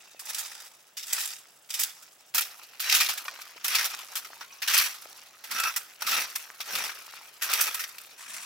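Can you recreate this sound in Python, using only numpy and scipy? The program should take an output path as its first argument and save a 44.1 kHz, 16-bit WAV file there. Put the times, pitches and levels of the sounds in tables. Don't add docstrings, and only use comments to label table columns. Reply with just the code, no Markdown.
import sys
import numpy as np
from scipy import signal
from scipy.fft import rfft, irfft, next_fast_len
from scipy.io import wavfile
from scipy.ndimage import uniform_filter1d

SR = 44100
rng = np.random.default_rng(int(sys.argv[2]) if len(sys.argv) > 2 else 0)


def int16_out(signal):
    q = np.round(np.clip(np.atleast_2d(signal).T, -1, 1) * 32767)
    wavfile.write(sys.argv[1], SR, q.astype(np.int16))


N = 372644

# start_s, to_full_speed_s, pull_db, rise_s, fall_s, heap_db, tine_db, spine_db, settle_db
RAKE_STROKES = [(0.189, 0.098, -42.5, 0.031, 0.31, -11.5, -7.0, 0.5, -57.5),
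                (0.963, 0.18, -33, 0.04, 0.16, -21, -10, 2.5, -59),
                (1.69, 0.1, -38, 0.085, 0.093, -17.5, -6.5, 0, -57.5),
                (2.34, 0.028, -31, 0.11, 0.076, -24.5, -12, -4.5, -52.5),
                (2.796, 0.15, -25.5, 0.097, 0.12, -27.5, -9.5, -5, -43.5),
                (3.639, 0.12, -28.5, 0.069, 0.099, -22, -5, -4.5, -43.5),
                (4.617, 0.13, -23.5, 0.031, 0.11, -27, -6, -3, -48.5),
                (5.433, 0.14, -33.0, 0.045, 0.14, -15, -3, -1, -50),
                (6.004, 0.13, -28.0, 0.035, 0.091, -15, -5.5, -2.5, -47.5),
                (6.602, 0.14, -34, 0.04, 0.14, -10.5, -4, -2.5, -47),
                (7.412, 0.19, -33, 0.15, 0.13, -15, -1.5, 0, -49),
                (8.178, 0.13, -45, 0.12, 0.26, -25, -3.0, 1.5, -59)]
# start_s, level_db, length_s, ring_db, spine_db
TINE_CATCHES = [(0.193, -48.5, 0.024, -0.5, 5.5), (0.254, -55, 0.012, -6, 12),
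                (0.346, -31.5, 0.0059, -20, 2), (0.382, -39.5, 0.03, -10.5, 3.5),
                (0.6, -49.5, 0.013, -2.5, 0), (0.968, -41, 0.04, -8, -2.5), (1.027, -41, 0.017, -11, -5.5),
                (1.13, -34, 0.009, -14, 8.5), (1.703, -37, 0.013, -21, -3), (1.739, -34.5, 0.02, -25, -1.0),
                (1.792, -34.5, 0.039, -26, 3.5), (1.832, -34, 0.014, -15, 5.5),
                (2.023, -56, 0.022, -4, 0.5), (2.345, -34, 0.026, -3.5, 4), (2.379, -28, 0.015, -4, 0),
                (2.408, -46, 0.011, 4, 15.5), (2.633, -46.5, 0.0087, -15, -4.5),
                (2.8, -37, 0.025, -7.5, 1.5), (2.897, -22, 0.0066, -27, -10), (2.923, -22, 0.013, -8, -8),
                (2.947, -25.5, 0.025, -13, -1), (3.001, -30, 0.032, -4.5, -3),
                (3.087, -30.5, 0.027, -6, -4), (3.132, -37, 0.008, -5, 0), (3.176, -35, 0.012, -9, -2),
                (3.415, -44.5, 0.01, -7, -1), (3.643, -34.5, 0.026, -5.5, 0), (3.681, -25.5, 0.004, -25, 1),
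                (3.75, -25.5, 0.018, -12, -3.5), (3.851, -32.5, 0.015, -1.5, 1.5),
                (4.154, -35, 0.03, -3.5, 0), (4.246, -44.5, 0.014, -2, -5), (4.408, -46.5, 0.024, 3, -8.5),
                (4.619, -35, 0.025, 0, -5.0), (4.675, -29, 0.054, -5, -5), (4.777, -27, 0.006, -18, 8.5),
                (5.439, -47.5, 0.022, 2, -0.5), (5.511, -37.5, 0.021, 1, -2), (5.761, -34.5, 0.019, 0, 3),
                (6.007, -42, 0.0089, 1, -3.0), (6.02, -35, 0.011, 3.5, -2.5),
                (6.066, -33.5, 0.049, -2, -4.5), (6.354, -35, 0.014, -1, 4), (6.603, -35.5, 0.02, -5, -9),
                (6.752, -29, 0.01, -16, -5.5), (6.892, -40.5, 0.011, 5, -18), (7.139, -59, 0.0057, 7, 6),
                (7.419, -35, 0.034, 0, 0.5), (7.494, -37, 0.032, 2, -9.5), (7.535, -24.5, 0.0057, -20, 1.5),
                (7.607, -32, 0.021, -1.5, 7), (7.743, -35.5, 0.016, -4, 1), (7.793, -41.5, 0.039, 2, 1),
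                (7.838, -37.5, 0.011, 3, -6), (7.982, -41, 0.0067, -10.0, -2.5)]
# start_s, level_db, pitch_hz
NUT_KNOCKS = [(0.057, -48, 1120), (.076, -46, 1090), (.147, -43, 623), (.221, -41, 1030),
              (3.39, -38.5, 905), (3.56, -46.5, 443), (4.304, -39, 790), (4.333, -31, 1390),
              (4.414, -30, 1130), (5.0577, -37, 644), (6.5022, -27.5, 1790), (6.602, -37, 890),
              (7.08, -36, 1110), (7.138, -31.5, 1285), (7.198, -46, 1260), (7.213, -39, 1170),
              (7.256, -42, 2400)]
# start_s, level_db
FAN_STRIKES = [(3.281, -19.5), (4.1545, -37)]
# start_s, end_s, ring_db, rumble_db
GROUND_SCRAPES = [(5.475, 5.6, -54, -62.5), (5.552, 5.712, -31, -86), (6.043, 6.212, -37, -61),
                  (6.704, 6.837, -78, -60), (7.48, 7.664, -58, -80)]
# pitch_hz, gain_db, t60_s
FAN_MODES = [(1044, -11, 0.086), (1170, 7.5, 0.017), (1470, -3, 0.044), (1850, -2, 0.044),
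             (2430, -2, 0.036), (3300, -8, 0.036), (3700, -8, 0.034), (5400, -3, 0.019)]
# centre_hz, width_hz, gain_db
TINE_MODES = [(1235, 24, -4.5), (1433, 150, -8.5), (1555, 31, 1), (1743, 240, -3), (2007, 230, -3.5),
              (2490, 150, -2.5), (3343, 94, -4.5), (3710, 39, -3), (3900, 68, -34), (5230, 52, -49),
              (5780, 97, 3)]
BENT_TINE_MODES = [(1260, 85, -2.5), (1338, 49, 4), (1560, 66, -5), (2550, 110, -4), (2623, 88, 0)]
# freq_hz, gain_db
BED_MID_SPECTRUM = [(47, -71), (80, -46), (289, -41.5), (331, -40.5), (858, -19.5), (1090, -19),
                    (1280, -7.5), (3100, -7), (3700, -2), (4230, -7.5), (4830, -1), (7870, -3.5),
                    (8600, -8), (15000, -14), (16000, -14)]
BED_NEAR_SPECTRUM = [(47, -59), (80, -24), (222, -27), (629, -13), (687, -12), (1090, -5.5), (1280, 2.5),
                     (1600, -2.5), (2220, -3), (2490, -2), (3030, -5), (5520, -2.5), (8790, -8),
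                     (15000, -7.5), (16000, -17.5)]
BED_FAR_SPECTRUM = [(47, -70), (80, -10), (265, -12), (527, -27), (643, -6), (785, -15), (1020, -1),
                    (1780, -6.5), (3790, -5), (7870, 1), (16000, -13)]
STANDPOINT_SWITCHES_S = [2.335, 8.175]
# time_s, left_minus_right_db
RAKE_PAN = [(.3, -2), (1.2, -1.5), (1.8, -2.5), (2.4, -2), (3, -1.5), (3.8, -1), (4.7, -1), (5.2, -1.5),
            (5.6, -2.5), (6.1, -1), (6.8, -0.5), (7.3, -0.5), (7.6, -1.5), (8.3, 0.5)]
# freq_hz, gain_db
AIR_SPECTRUM = [(15, -61), (25, -33), (127, -3.5), (185, -3), (754, 5.5), (818, 1.5), (2000, 0), (2220, -3),
                (2840, 0), (7310, -16), (8830, -13), (14800, -13), (16000, 3)]
# start_s, end_s, pitch_hz, fundamental_db, octave_db
DISTANT_HUMS = [(0, 8.45, 69.4, -102, -88), (4.3, 5.4, 100, -89, -97), (4.4, 4.7, 540, -84, -68),
                (4.9, 5.45, 565, -79, -76)]
# start_s, length_s, start_hz, end_hz, level_db
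BIRD_CHIRPS = [(0, 0.019, 2550, 2720, -49), (0.064, 0.033, 2780, 2590, -49), (0.14, 0.068, 2700, 2460, -53),
               (4.498, 0.024, 2170, 2780, -41.5), (4.52, .018, 5650, 6070, -41),
               (4.58, 0.012, 6000, 5900, -46)]
# freq_hz, correlation
STEREO_CORRELATION = [(100, 1), (600, 0.84), (1400, 0.99), (2500, 0.18), (3900, 0.79), (6000, 0.39),
                      (9000, 0.29), (15000, 0.24)]
# freq_hz, left_minus_right_db
MIC_BALANCE = [(60, -3), (92, 0), (140, 1), (210, 0), (330, 1), (500, 2), (770, 1), (1170, 3), (1790, -0.5),
               (2740, 6), (4190, 1), (6410, -0.5), (9810, 0), (15000, -3)]
# freq_hz, left_lead_rad
MIC_PHASE = [(0, 0.3), (1460, -0.54), (1720, 0.83), (2580, -0.5), (3270, -0.68), (4910, -0.23),
             (8350, -0.14), (9300, 1.2), (11200, -1.44), (13200, 0.31), (13600, -0.21), (16500, -0.3)]

RISE_POWER, FALL_POWER = 0.86, 2.12
INITIAL_UNREST_DB, SETTLE_DB_PER_S = -61, 20.5
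CATCH_ATTACK_S, DEBRIS_DB, DEBRIS_DECAY_S = 0.0013, -16.5, 0.065
HUSK_PATCH_DB, CLUMP_DB, CLUMPS_PER_S = 2.8, 1.8, 55
CHIRP_JITTER_HZ = 900
CUTOFF_HZ = 15950


def amp(db):
    return 10 ** (np.asarray(db) / 20)


def unit(pair):
    return pair / np.sqrt(np.mean(pair.mean(0) ** 2) + 1e-20)


def along(points, hz):
    freq_hz, values = np.transpose(points)
    return np.interp(np.log(hz + 1), np.log(freq_hz + 1), values)


def filtered(x, response):
    size = next_fast_len(N + 8192, True)
    return irfft(rfft(x, size) * response(np.fft.rfftfreq(size, 1 / SR)), size)[..., :N]


def band(hz, lo_hz, hi_hz, order=10):
    return 1 / np.sqrt((1 + (lo_hz / (hz + 1)) ** order) * (1 + (hz / hi_hz) ** order))


def add(track, start_s, sound):
    part = track[..., max(round(start_s * SR), 0):][..., :sound.shape[-1]]
    part += sound[..., :part.shape[-1]]


def gate(start_s, end_s, fade_s):
    t = np.arange(N) / SR
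    return np.clip(np.minimum(t - start_s, end_s - t) / fade_s, 0, 1)


def shower(per_s, spread_db, life_s):
    breaks = rng.random(N) < per_s / SR
    sizes = amp(spread_db * np.clip(rng.standard_normal(N), -2, 2))
    energy = signal.lfilter([1], [1, -np.exp(-2 / (life_s * SR))], breaks * sizes ** 2)
    return np.sqrt(energy / energy.mean())


def patchy(depth_db=HUSK_PATCH_DB):
    spectra = signal.stft(rng.standard_normal((2, N)), nperseg=512)[2]
    patches = uniform_filter1d(rng.standard_normal(spectra.shape[1:]), size=3, axis=0)
    patches = uniform_filter1d(patches, size=8, axis=1)
    gain = amp(depth_db * np.clip(patches / patches.std(), -2, 2))
    return signal.istft(spectra * gain, nperseg=512)[1][:, :N]


def stereo(pair, colour):
    def response(hz):
        angle_rad = np.arccos(np.clip(along(STEREO_CORRELATION, hz), -1, 1)) / 2
        return colour(hz) * np.array([np.ones_like(hz), np.tan(angle_rad)])
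    mid, side = filtered(pair, response)
    return np.array([mid + side, mid - side])


def air():
    rush = stereo(patchy(0.85), lambda hz: amp(along(AIR_SPECTRUM, hz)) * band(hz, 45, 22000, order=4))
    return amp(-60.5) * unit(rush)


def humming():
    out = np.zeros(N)
    for start_s, end_s, pitch_hz, fundamental_db, octave_db in DISTANT_HUMS:
        waver = np.interp(np.arange(N), np.linspace(0, N, 160), rng.standard_normal(160))
        phase = 2 * np.pi * np.cumsum(pitch_hz * (1 + 0.014 * waver)) / SR
        tone = amp(fundamental_db) * np.sin(phase) + amp(octave_db) * np.sin(2 * phase)
        out += gate(start_s, end_s, fade_s=0.022) * np.sqrt(2) * tone
    return out


def birds():
    chirps = np.zeros(N)
    for start_s, length_s, start_hz, end_hz, level_db in BIRD_CHIRPS:
        glide_hz = np.linspace(start_hz, end_hz, round(length_s * SR))
        glide_hz += CHIRP_JITTER_HZ * rng.standard_normal(len(glide_hz))
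        phase = 2 * np.pi * np.cumsum(glide_hz) / SR
        add(chirps, start_s, amp(level_db) * np.hanning(len(phase)) * np.sin(phase))
    t = np.arange(SR // 4) / SR
    tail = rng.standard_normal((2, len(t))) * amp(-60 * t / 0.22)
    echoes = signal.fftconvolve(chirps[None], tail / np.linalg.norm(tail[0]), axes=1)[:, :N]
    return amp(-4) * chirps + amp(-7) * echoes


def bed(grains, lo_hz, hi_hz):
    standpoint = np.searchsorted(STANDPOINT_SWITCHES_S, np.arange(N) / SR)
    voices = [unit(stereo(grains, lambda hz: amp(along(spectrum, hz)) * band(hz, lo_hz, hi_hz)))
              for spectrum in (BED_MID_SPECTRUM, BED_NEAR_SPECTRUM, BED_FAR_SPECTRUM)]
    return np.choose(standpoint, voices)


def clumps():
    knots = np.clip(rng.standard_normal(int(N / SR * CLUMPS_PER_S)), -2, 2)
    gain = amp(CLUMP_DB * np.interp(np.arange(N), np.linspace(0, N, len(knots)), knots))
    return gain / np.sqrt(np.mean(gain ** 2))


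def settling():
    power, t = np.zeros((2, N)), np.arange(2 * SR) / SR
    add(power, 0, amp(INITIAL_UNREST_DB - SETTLE_DB_PER_S * t) ** 2)
    for start_s, to_full_speed_s, *_, spine_db, settle_db in RAKE_STROKES:
        decay_db = SETTLE_DB_PER_S * np.maximum(t - to_full_speed_s, 0)
        unrest = np.minimum(t / to_full_speed_s, 1) * amp(settle_db - decay_db)
        add(power, start_s, np.outer([1, amp(spine_db)], unrest) ** 2)
    loose, prickly = np.sqrt(power)
    creaks = shower(per_s=260, spread_db=1, life_s=0.012)
    heap = amp(-5) * bed(creaks * patchy(4.2), 200, 1080)
    rustle = amp(2.5) * bed(creaks * patchy(), 1410, 6500)
    prickles = shower(per_s=480, spread_db=-5.5, life_s=0.0043)
    fizz = amp(1) * bed(prickles * patchy(1.1), 7700, 16000)
    nuts = shower(per_s=45, spread_db=2.5, life_s=0.0012) * patchy(4)
    husks = shower(per_s=60, spread_db=2.5, life_s=0.0008) * patchy(4)
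    ticks = amp(-6) * bed(nuts, 700, 2730) + amp(-5) * bed(husks, 2300, 18000)
    return clumps() * (prickly * clumps() * fizz + loose * (heap + rustle + ticks))


def knocking():
    out, t = np.zeros(N), np.arange(SR // 25) / SR
    for start_s, level_db, pitch_hz in NUT_KNOCKS:
        cycles = pitch_hz * t
        body = np.sin(2 * np.pi * cycles) + 0.25 * np.sin(2 * np.pi * 3.6 * cycles)
        tick = 0.14 * rng.standard_normal(len(t))
        age = cycles / 0.49
        add(out, start_s, amp(level_db) * (body + tick) * age * np.exp(1 - age))
    return filtered(out, lambda hz: band(hz, 280, 9000, order=6))


def pulls():
    power, t = np.zeros((4, N)), np.arange(SR) / SR
    for start_s, to_full_speed_s, pull_db, rise_s, fall_s, heap_db, tine_db, spine_db, _ in RAKE_STROKES:
        past_peak_s = t - to_full_speed_s
        rising = np.abs(past_peak_s / rise_s) ** RISE_POWER
        falling = np.abs(past_peak_s / fall_s) ** FALL_POWER
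        speed = np.exp(-np.where(past_peak_s < 0, rising, falling))
        gains = amp(pull_db + np.array([heap_db, tine_db, 0, spine_db]))
        add(power, start_s, np.outer(gains, speed) ** 2)
    return np.sqrt(power)


def steel(taps, modes):
    def response(hz):
        ring = sum((-1) ** k * amp(gain_db) * 1j * hz * width_hz
                   / (centre_hz ** 2 - hz ** 2 + 1j * hz * width_hz)
                   for k, (centre_hz, width_hz, gain_db) in enumerate(modes))
        return ring * band(hz, 840, 9000, order=5)
    return unit(stereo(taps, response))


def dragging():
    shove, jolt, crunch, snap = pulls()
    slips = np.sqrt(0.25 + 0.75 * shower(per_s=190, spread_db=2.5, life_s=0.008) ** 2)
    cracks = slips * shower(per_s=6000, spread_db=1, life_s=0.0009)
    bumps = slips * shower(per_s=1600, spread_db=6, life_s=0.0076)
    heap = amp(2) * shove * bed(bumps * patchy(1.2), 197, 974)
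    ground = amp(-26) * shove * bed(bumps * patchy(4.5), 35, 250)
    husks = amp(-1) * jolt * bed(bumps * patchy(3.7), 740, 2600)
    tines = jolt * steel(bumps * patchy(), TINE_MODES)
    burrs = amp(-1.5) * crunch * bed(cracks * patchy(), 2120, 5950)
    tufts = shower(per_s=500, spread_db=1, life_s=0.014)
    spines = amp(-1.5) * snap * bed(tufts * cracks * patchy(), 7630, 25000)
    return ground + heap + husks + tines + clumps() * (burrs + clumps() * spines)


def catching():
    power, t = np.zeros((3, N)), np.arange(SR // 2) / SR
    attack = 1 - np.exp(-t / CATCH_ATTACK_S)
    debris = amp(DEBRIS_DB) * np.exp(-t / DEBRIS_DECAY_S)
    for start_s, level_db, length_s, ring_db, spine_db in TINE_CATCHES:
        burst = attack * (np.exp(-(t / length_s) ** 2) + debris)
        gains = amp(level_db + np.array([0, ring_db, spine_db]))
        add(power, start_s, np.outer(gains, burst) ** 2)
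    crunch, ring, snap = np.sqrt(power)
    cracks = shower(per_s=3500, spread_db=1.5, life_s=0.0007)
    burrs = amp(1.5) * crunch * bed(cracks * patchy(), 2380, 5700)
    spines = amp(-1) * snap * bed(cracks * patchy(), 6950, 10600)
    tips = amp(1.5) * snap * bed(cracks * patchy(), 10900, 24000)
    tines = amp(-2.5) * ring * steel(patchy(), TINE_MODES)
    husks = amp(-0.5) * ring * bed(patchy(4.7), 450, 2160)
    tearing = burrs + spines + tips + tines + husks
    return filtered(tearing, lambda hz: band(hz, 296, 25000, order=6))


def clanking():
    out, t = np.zeros(N), np.arange(SR // 6) / SR
    attack = 1 - np.exp(-t / 0.0013)
    for start_s, level_db in FAN_STRIKES:
        ring = np.zeros(len(t))
        for pitch_hz, gain_db, t60_s in FAN_MODES:
            decay = amp(gain_db + rng.normal(0, 1.5) - 60 * t / t60_s)
            ring += decay * np.sin(2 * np.pi * (pitch_hz * t + rng.random()))
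        rattle = amp(-2 - 60 * t / 0.043) * rng.standard_normal(len(t))
        add(out, start_s, amp(level_db - 6) * (ring + rattle) * attack)
    return filtered(out, lambda hz: band(hz, 630, 6800, order=6))


def scraping():
    ring, rumble = np.zeros((2, N))
    for start_s, end_s, ring_db, rumble_db in GROUND_SCRAPES:
        ring += amp(ring_db) * gate(start_s, end_s, fade_s=0.032)
        rumble += amp(rumble_db) * gate(start_s, end_s, fade_s=0.024)
    chatter = shower(per_s=1600, spread_db=9.5, life_s=0.0012) * rng.standard_normal((2, N))
    ground = unit(stereo(chatter, lambda hz: band(hz, 187, 320, order=8)))
    return ring * steel(chatter, BENT_TINE_MODES) + rumble * ground


def scene():
    rake = dragging() + scraping() + settling() + catching() + knocking() + clanking()
    pan_db = np.interp(np.arange(N) / SR, *np.transpose(RAKE_PAN))
    return rake * amp(np.outer([0.5, -0.5], pan_db)) + birds() + humming() + air()


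def record(dry):
    sides = np.array([[0.5], [-0.5]])
    def response(hz):
        gain = amp(sides * along(MIC_BALANCE, hz))
        phase_rad = sides * along(MIC_PHASE, hz)
        return gain * np.exp(1j * phase_rad) * (hz < CUTOFF_HZ)
    return filtered(dry, response)


dry = scene()
out = record(dry)
int16_out(out)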